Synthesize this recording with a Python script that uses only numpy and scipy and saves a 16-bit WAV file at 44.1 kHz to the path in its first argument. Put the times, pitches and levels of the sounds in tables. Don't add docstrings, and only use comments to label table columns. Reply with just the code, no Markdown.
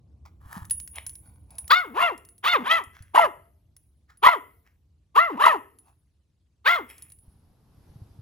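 import sys
import numpy as np
from scipy import signal
from scipy.fft import rfft, irfft, next_fast_len
from scipy.io import wavfile
from scipy.ndimage import uniform_filter1d

SR = 44100
rng = np.random.default_rng(int(sys.argv[2]) if len(sys.argv) > 2 else 0)


def wav_record(signal):
    frames = np.transpose(np.atleast_2d(signal))
    bounded = np.clip(frames, -1, 1)
    quanta = np.round(bounded * 32767).astype(np.int16)
    wavfile.write(sys.argv[1], SR, quanta)


N = 362274


def gain_of(db):
    return 10 ** (np.asarray(db) / 20)


def evened(x):
    return x / np.sqrt(np.mean(x ** 2) + 1e-20)


def smooth(x, *sizes):
    for size in sizes:
        x = uniform_filter1d(x, size=size)
    return evened(x)


def read(points, hz):
    f, value = np.transpose(points)
    return np.interp(np.log(hz + 1), np.log(f + 1), value)


def follow(points, t):
    return np.interp(t, *np.transpose(points))


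def add(mix, s, sound):
    part = mix[..., round(s * SR):][..., :sound.shape[-1]]
    part += sound[..., :part.shape[-1]]


def coloured(x, points):
    size = x.shape[-1]
    gains = gain_of(read(points, np.fft.rfftfreq(size, 1 / SR)))
    return evened(irfft(rfft(x) * gains, size))


def bumps(rows, t60):
    out, t = np.zeros(N), np.arange(6000) / SR
    for s, db, hz in rows:
        onset = 1 - np.exp(-t / 0.0024)
        add(out, s, gain_of(db - 60 * t / t60) * onset * np.sin(2 * np.pi * hz * t))
    return out


def outside():
    return np.clip((np.arange(N) / SR - 7.2) / 0.045, 0, 1)


# frequency in Hz, likeness (1 is identical).
LIKENESS = [(30, .99), (200, .94), (500, .6), (3000, .4)]


def air(points, patchy_db, size):
    hop = size // 4
    hz = np.fft.rfftfreq(size, 1 / SR)
    a, b, c, d, patches = rng.standard_normal((N // hop + 5, len(hz), 5)).T
    patches = uniform_filter1d(patches, size=6, axis=0)
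    patches = evened(uniform_filter1d(patches, size=5, axis=1))
    same = np.clip(read(LIKENESS, hz), -1, 1)[:, None]
    left = a + 1j * b
    right = same * left + np.sqrt(1 - same ** 2) * (c + 1j * d)
    z = np.array([left, right]) * gain_of(read(points, hz)[:, None] + patchy_db * patches)
    return evened(signal.istft(z, nperseg=size, noverlap=size - hop)[1][:, :N])


# frequency in Hz, relative strength in dB per Hz.
HUM_COLOUR = [(15, -52.5), (25, -34), (69, 2), (128, -10.5), (262, -24), (293, -22), (405, -30),
              (1200, -45), (1560, -74), (2640, -120)]
# time in seconds, level in dB.
HUM_LEVEL = [(0, -53), (1.66, -52.5), (1.75, -60), (4.5, -63), (6.5, -66.5), (7.3, -56)]
# frequency in Hz, relative strength in dB per Hz.
HISS_COLOUR = [(300, -8.5), (1000, -2.5), (4000, -2), (10400, -8.5), (16000, -26.5)]
HISS_DB = -85.5


def room_hum():
    hum = air(HUM_COLOUR, 0.42, size=4096) * gain_of(follow(HUM_LEVEL, np.arange(N) / SR))
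    hum += gain_of(HISS_DB) * air(HISS_COLOUR, 3.5, size=512)
    return (1 - outside()) * hum


# start in seconds, swell in seconds, fade in seconds,
# peak level in dB and treble against it in dB (both before a fixed trim), band that stands out in Hz.
TICK_AND_SCUFFS = [(.25, .004, 0.052, -52.5, -34, 1000), (.4, .16, 0.13, -43.5, -4.5, 1035),
                   (0.931, 0.035, .11, -45.5, -4, 2540), (1.18, .08, .3, -68.5, -3, 845),
                   (1.47, .05, 0.35, -61, -14.5, 768), (2.92, .03, .2, -57.5, -20, 1670),
                   (4.08, 0.019, .08, -59.5, -37, 1500), (4.63, 0.037, 0.096, -67, -45, 1810),
                   (5.8, 0.085, 0.067, -63.5, -18, 860), (6.84, 0.061, 0.25, -56.5, 6, 2140)]
# frequency in Hz, relative strength in dB per Hz.
CARPET_COLOUR = [(250, -17.5), (500, -5.5), (1000, 7.5), (3200, -5), (7000, -13), (9000, -57.5)]
# frequency in Hz, relative strength in dB per Hz.
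FUR_COLOUR = [(6000, -35.5), (8000, -5.5), (11400, 1.4), (15500, -13.5), (16800, -30)]
STROKE_START_DB, STROKE_END_DB = -27, -25


def tick_and_scuffs():
    out = np.zeros(N)
    for s, swell, fade, peak_db, treble_db, hz in TICK_AND_SCUFFS:
        t = np.arange(0, swell + fade, 1 / SR)
        db = peak_db + np.interp(t, [0, swell, swell + fade], [STROKE_START_DB, 0, STROKE_END_DB])
        grain_db = 3.0 * rng.exponential(1, 24000 // 60).repeat(60)
        grains = (rng.standard_normal((3, 24000)) * gain_of(grain_db))[:, :len(t)]
        bands = np.linspace(250, 9000, 30)
        weave_db = read(CARPET_COLOUR, bands) + 6.4 * rng.standard_normal(len(bands))
        body = coloured(grains[0], np.transpose([bands, weave_db]))
        treble = coloured(grains[1], FUR_COLOUR)
        band = coloured(grains[2], [(hz * .5, -30), (hz * .85, -3), (hz * 1.2, -3), (hz * 2, -30)])
        rub = body + 1.6 * band + gain_of(treble_db - 3.0) * treble
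        add(out, s, gain_of(db - 2.0) * rub * signal.windows.tukey(len(t), .06))
    return out


# frequency in Hz, seconds to fall by 60 dB.
ROOM_DECAY = [(250, 0.86), (660, 0.32), (1740, 0.37), (3100, .38), (4590, 0.1), (12000, 0.84)]


def room(x):
    taps = np.zeros((2, SR))
    at = np.arange(300, SR - 20, 20) + rng.integers(0, 20, (2, (SR - 301) // 20))
    np.put_along_axis(taps, at, rng.choice([-1., 1.], at.shape), 1)
    taps[1] = .8 * taps[0] + .6 * taps[1]
    hz, t, z = signal.stft(taps, SR, nperseg=256)
    decay = gain_of(-60 * t / read(ROOM_DECAY, hz)[:, None])
    tail = signal.istft(z * decay, SR, nperseg=256)[1]
    tail /= np.linalg.norm(tail, axis=1)[:, None]
    return signal.fftconvolve(x[None], tail, axes=1)[:, :N]


# frequency in Hz, phase in radians.
PORT_PHASE = [(60, .1), (500, .7), (1150, 1.7), (1900, 1.1), (7500, .9), (8400, -2.6), (9600, -3.4),
              (10500, -5.8), (11600, -6.3), (12500, -9.1), (14000, -9.7), (14700, -12)]


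def ports(x):
    size = next_fast_len(N)
    phase = read(PORT_PHASE, np.fft.rfftfreq(size, 1 / SR))
    turn = np.exp(.5j * np.outer([1, -1], phase))
    return irfft(rfft(x, size) * turn, size)[:, :N]


# start in seconds, level in dB before the soft onset, pitch in Hz.
THUDS = [(0.458, -31, 70.8), (0.566, -25.5, 184), (0.62, -26.5, 90.7), (0.717, -37, 90.4), (1.087, -36, 86),
         (2.871, -37.5, 85.7), (3.006, -30.5, 81.8)]


def paw_thuds():
    return bumps(THUDS, t60=.059)


CLINKS = [(0.652, -44, 3), (0.6984, -36, 2.5), (0.7088, -12.5, -12), (0.8003, -33.5, 1.5),
          (0.8757, -41, 6.5), (0.957, -31, -4), (1.0653, -22.5, -7.5), (1.0945, -35, -0.5),
          (1.1538, -40.5, 0), (1.5057, -41, -6), (1.5539, -45, -7.5), (1.5832, -25, -6), (1.6788, -39.5, 7),
          (2.1779, -47.5, 5), (2.2503, -46.5, 2.5), (2.2878, -39, -7), (2.3805, -43, -7),
          (2.8384, -42.5, -1), (3.024, -46, -0.5), (3.7655, -49, 4), (4.1726, -47.5, -8.5),
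          (5.7869, -40.5, -9.5), (6.8907, -42.5, -28), (6.981, -45, 1.5), (7.0224, -33.5, -4.5),
          (7.1014, -52.5, 4.5), (7.1202, -41, -3), (7.187, -52, -7)]
# frequency in Hz, relative level in dB, seconds to fall by 60 dB.
TAG_TONES = [(6600, -41.5, 0.12), (7730, -29, .15), (10270, -6.5, 0.035), (10410, 1.5, 0.089),
             (10600, -24, 0.18), (13800, -23.5, .2), (15300, -29.5, .08)]
# frequency in Hz, relative strength in dB.
CLICK_COLOUR = [(500, -11), (2000, -6.5), (7000, -0.5), (11000, 4.5), (15000, 0.5), (16800, -10.5)]


def tag():
    out, t = np.zeros(N), np.arange(12000) / SR
    for s, db, click_db in CLINKS:
        ring = np.zeros(len(t))
        for hz, tone_db, t60 in TAG_TONES:
            hit_db = tone_db + 1.8 * rng.standard_normal()
            ring += gain_of(hit_db - 60 * t / t60) * np.sin(2 * np.pi * hz * t)
        add(out, s, gain_of(db - 4.0) * ring * (1 - np.exp(-t / 0.0012)))
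        click = coloured(rng.standard_normal(1200), CLICK_COLOUR)
        fade_db = -60 * t[:1200] / 0.021
        add(out, s, gain_of(db + click_db - 2 + fade_db) * click)
    return out


RISE_POWER, FALL_POWER = 3.2, 2.5


def arch(t, crest, rise, fall):
    up = np.exp(-abs((t - crest) / rise) ** RISE_POWER)
    down = np.exp(-abs((t - crest) / fall) ** FALL_POWER)
    return np.where(t < crest, up, down)


# frequency in Hz (for throat factor 1), gain in dB.
THROAT = [(150, -24.5), (330, -6), (700, -13), (930, -2.5), (1100, 7), (1290, -3), (1600, -9.5), (2050, -8),
          (2450, -12.5), (2850, -15.5), (3400, -19), (4300, -27.5), (5500, -49.5), (9000, -61)]
MOUTH_WIDTH_HZ, MOUTH_CLOSED = 110, .45
UPPER_WIDTH_HZ, UPPER_DB = 73, 9


def vocal_folds(row, t, hz, turns, hoarse_db, bright_db):
    crest, throat, upper_db, mouth_hz, mouth_db, upper_hz = row[1], *row[9:]
    k = np.arange(1, 11)[:, None]
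    a, b, flutter = rng.standard_normal((3, len(k), 16000))[..., :len(t)]
    flutter = smooth(flutter, 500, 300)
    gains = gain_of(read(THROAT, k * hz / throat) + bright_db * np.log2(k * hz / 1100))
    gains[3:] *= gain_of(upper_db)
    gains *= gain_of(1.4 * (k - .5) ** .6 * flutter)
    broken = np.clip(gain_of(hoarse_db) * .4 * (k - .6) ** 1.5, 0, 1)
    a, b = smooth(a, 170, 110), smooth(b, 170, 110)
    shimmer = np.sqrt(1 - broken ** 2) + broken * (a + 1j * b) / np.sqrt(2)
    opening = np.where(t < crest, 1, MOUTH_CLOSED)
    ring_db = mouth_db * opening * np.exp(-((k * hz - mouth_hz) / MOUTH_WIDTH_HZ) ** 2)
    ring_db += UPPER_DB * np.exp(-((k * hz - upper_hz) / UPPER_WIDTH_HZ) ** 2)
    gains *= gain_of(ring_db)
    waves = gains * shimmer * np.exp(2j * np.pi * k * turns + .3j * k ** 2)
    return waves.real.sum(0) / np.sqrt((gains ** 2).sum(0) / 2)


# frequency in Hz (for throat factor 1), relative strength in dB per Hz.
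RASP_COLOUR = [(150, -32), (500, -21), (700, -11.5), (1050, -1.5), (1500, -8.5), (2000, -15.5), (2450, -18),
               (3100, -17), (4500, -28.5), (6000, -34.5), (8500, -38.5), (11500, -29.5), (15500, -31),
               (16800, -68.5)]
RASP_UPPER_DB, RASP_UPPER_WIDTH_HZ = 7, 370


def rasp(row, t, turns, bright_db):
    throat, upper_hz = row[9], row[13]
    lumps, noise = rng.standard_normal((2, 16000))[:, :len(t)]
    lumps = gain_of(2.9 * smooth(lumps, 300))
    pulses = .5 + np.exp(-(turns % 1) / 0.2)
    rush = coloured(pulses * lumps * noise, [(f * throat, db) for f, db in RASP_COLOUR])
    below, above = upper_hz - RASP_UPPER_WIDTH_HZ, upper_hz + RASP_UPPER_WIDTH_HZ
    rush = coloured(rush, [(below, 0), (upper_hz, RASP_UPPER_DB), (above, 0)])
    low = signal.sosfiltfilt(signal.butter(2, 1800, fs=SR, output="sos"), rush)
    return low + gain_of(0.65 * bright_db) * (rush - low)


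# start in seconds, level in dB, pitch in Hz.
CATCHES = [(2.003, -13, 1087), (2.023, -12, 1022), (3.176, -2.5, 939.3), (3.193, -5, 897.5),
           (4.262, -3, 1051), (4.269, -.5, 1041), (4.286, -5, 988.4), (5.439, -6, 1178), (5.451, -9, 1288),
           (5.465, -3, 1024), (5.479, -6.5, 947)]
CATCH_S = .011


def catch_nearness(t):
    return np.max([np.exp(-((t - at) / CATCH_S) ** 2) for at, *_ in CATCHES], axis=0)


def throat_rings():
    out, t = np.zeros((2, N)), np.arange(2000) / SR
    for s, db, hz in CATCHES:
        swell = (t / .003) ** 2 * np.exp(2 - 2 * t / 0.0032)
        add(out, s, gain_of(db) * swell * np.sin(2 * np.pi * hz * t) * gain_of([[1.2], [-1.2]]))
    return out


LOW_HZ = 227.4
SLACK_WOBBLE = .07
SLACK_HOARSE_DB, SLACK_DULL_DB = -5.5, -12
DULLING_DB_PER_S, OPEN_S = 47, .05
BURST_HOARSE_DB, BURST_BRIGHT_DB, BURST_S = 3.5, 8, 0.066
CATCH_HOARSE_DB, CAUGHT_DB = -1.5, -6
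DIRECT_DB = 1.17
ATTACK_S, RELEASE_S, JOIN_S = 0.018, 0.058, 0.0086


def bark(row, effort, last_end, next_start):
    s, crest, end, top_hz, rise, fall, clear_db, crest_db, pan_db = row[:9]
    t = np.arange(s, end, 1 / SR)
    tension = arch(t, crest, rise, fall)
    slack = (1 - tension) ** 2
    wobble = smooth(rng.standard_normal(16000), 400)[:len(t)]
    hz = (LOW_HZ + (top_hz - LOW_HZ) * tension) * (1 + SLACK_WOBBLE * slack * wobble)
    turns = np.cumsum(hz) / SR
    burst = np.exp(-(t - s) / BURST_S) * (s > last_end)
    caught = catch_nearness(t)
    hoarse_db = SLACK_HOARSE_DB + (clear_db - SLACK_HOARSE_DB) * tension
    hoarse_db += BURST_HOARSE_DB * burst * tension
    hoarse_db += caught * (CATCH_HOARSE_DB - hoarse_db)
    bright_db = crest_db - DULLING_DB_PER_S * np.maximum(t - crest, -OPEN_S)
    bright_db += SLACK_DULL_DB * slack + BURST_BRIGHT_DB * burst
    voice = vocal_folds(row, t, hz, turns, hoarse_db, bright_db)
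    voice += gain_of(hoarse_db - 2.5) * rasp(row, t, turns, bright_db)
    effort_db = DIRECT_DB + uniform_filter1d(follow(effort, t), size=200, mode="nearest")
    ending_s = JOIN_S if end > next_start else RELEASE_S
    fades = np.clip((t - s) / ATTACK_S, 0, 1) ** 2 * np.clip((end - t) / ending_s, 0, 1)
    voice *= gain_of(effort_db + CAUGHT_DB * caught) * fades
    return s, voice * gain_of([[pan_db / 2], [-pan_db / 2]])


# start, crest and end in seconds, top pitch in Hz, rise and fall in seconds,
# hoarseness at the crest in dB before a fixed trim, brightness at the crest in dB per octave,
# left against right in dB, factor on the throat resonances, harmonics above the third in dB,
# mouth resonance in Hz, its gain in dB, upper mouth resonance in Hz.
BARKS = [ (1.689, 1.792, 1.94, 725.8, 0.096, .070, -17.5, 2.5, 3.5, 1.073, -10, 1230, 7.5, 3520),
         (1.928, 2.047, 2.17, 697.2, .082, .078, -8.5, 0, 2.5, 0.93, -5, 1100, 0.5, 2780),
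         (2.422, 2.515, 2.64, 717, 0.074, .060, -9.5, 2.5, 0.5, 1, -1, 1210, 6, 3620),
         (2.627, 2.757, 2.86, 667.3, .108, .060, -9.5, 6, 2, 0.91, -4.5, 1220, 4, 3230),
         (3.131, 3.205, 3.32, 688.3, .057, .078, -4, -5, 0.5, 0.89, -11.5, 923, 13, 2950),
         (4.213, 4.302, 4.41, 697.5, .073, .070, -8.5, -1, 1, 0.97, -10.5, 1065, 8, 3240),
         (5.14, 5.244, 5.368, 690.2, .086, .068, -16.5, -0.5, 2, .99, -17.5, 1097, 12, 2770),
         (5.358, 5.476, 5.61, 655.3, .082, .080, -11, 2.5, 1.5, 0.92, -8.5, 1023, 8, 2830),
         (6.642, 6.737, 6.86, 702.5, .088, .066, -10.5, 2, 2, 1.036, -12.5, 1190, -7.5, 3294), ]
# time in seconds, effort in dB.
EFFORT = [
    [(1.693, -41), (1.709, -15), (1.735, -11.5), (1.755, -23.5), (1.769, -18.5), (1.893, -49.5),
     (1.94, -42.5)],
    [(1.928, -42.5), (1.952, -39.5), (1.972, -25.5), (2.03, -16), (2.072, -24), (2.17, -42.5)],
    [(2.424, -48.5), (2.438, -30.5), (2.454, -22.5), (2.488, -19.5), (2.504, -25.5), (2.558, -16.5),
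     (2.584, -36), (2.64, -37)],
    [(2.628, -42), (2.68, -23), (2.69, -29.5), (2.714, -15), (2.728, -18.5), (2.788, -28), (2.846, -49.5),
     (2.86, -50.5)],
    [(3.135, -41), (3.153, -18), (3.189, -17), (3.195, -11.5), (3.203, -18), (3.255, -19.5), (3.281, -36),
     (3.32, -45)],
    [(4.215, -52.5), (4.227, -27), (4.243, -14.5), (4.273, -10.5), (4.279, -15.5), (4.289, -11),
     (4.305, -23.5), (4.339, -24), (4.41, -46)],
    [(5.142, -41), (5.15, -32.5), (5.18, -11), (5.188, -9), (5.198, -16), (5.306, -32.5), (5.368, -37.5)],
    [(5.356, -38.5), (5.392, -35.5), (5.41, -18.5), (5.462, -15.5), (5.466, -10), (5.512, -21.5),
     (5.536, -23), (5.61, -45.5)],
    [(6.645, -30), (6.653, -29.5), (6.667, -18), (6.683, -16), (6.759, -24.5), (6.773, -28.5), (6.833, -43),
     (6.86, -34)],
]


def puppy():
    out = throat_rings()
    starts, ends = [row[0] for row in BARKS], [row[2] for row in BARKS]
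    for call in zip(BARKS, EFFORT, [0] + ends, starts[1:] + [np.inf]):
        add(out, *bark(*call))
    return out


# frequency in Hz, relative strength in dB per Hz.
LAWN_COLOUR = [(12, -47), (20, -23), (80, 0.5), (589, -25.5), (826, -23.5), (2150, -39), (5160, -38),
               (6840, -45), (8570, -46), (11400, -36), (15500, -59), (16800, -66)]
# time in seconds, level in dB.
LAWN_LEVEL = [(7.2, -61), (7.646, -59.5), (7.9, -53.5), (8.21, -55.5)]


def lawn_air():
    lawn = air(LAWN_COLOUR, 1.1, size=1024) * gain_of(follow(LAWN_LEVEL, np.arange(N) / SR))
    return outside() * lawn


# start in seconds, level in dB before the soft onset, pitch in Hz.
PUFFS = [(7.279, -37.5, 66.76), (7.899, -36, 80.6), (7.958, -34.5, 127.7), (8.017, -29.5, 98.4),
         (8.109, -39, 63), (8.189, -31, 106.7)]


def wind_puffs():
    return bumps(PUFFS, t60=0.074)


def scene():
    voice = puppy()
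    small = tick_and_scuffs() + paw_thuds() + tag()
    echoes = gain_of([[-13], [-15.5]]) * room(voice.mean(0)) + gain_of(-10) * room(small)
    return ports(voice + echoes + small) + room_hum() + lawn_air() + wind_puffs()


EDGE_HZ = 16900


def record(dry):
    soft = dry / (1 + abs(dry / .98) ** 4) ** .25
    lowpass = signal.firwin(1023, EDGE_HZ, window=("kaiser", 11), fs=SR)
    return signal.oaconvolve(soft, lowpass[None], "same")


dry = scene()
out = record(dry)
wav_record(out)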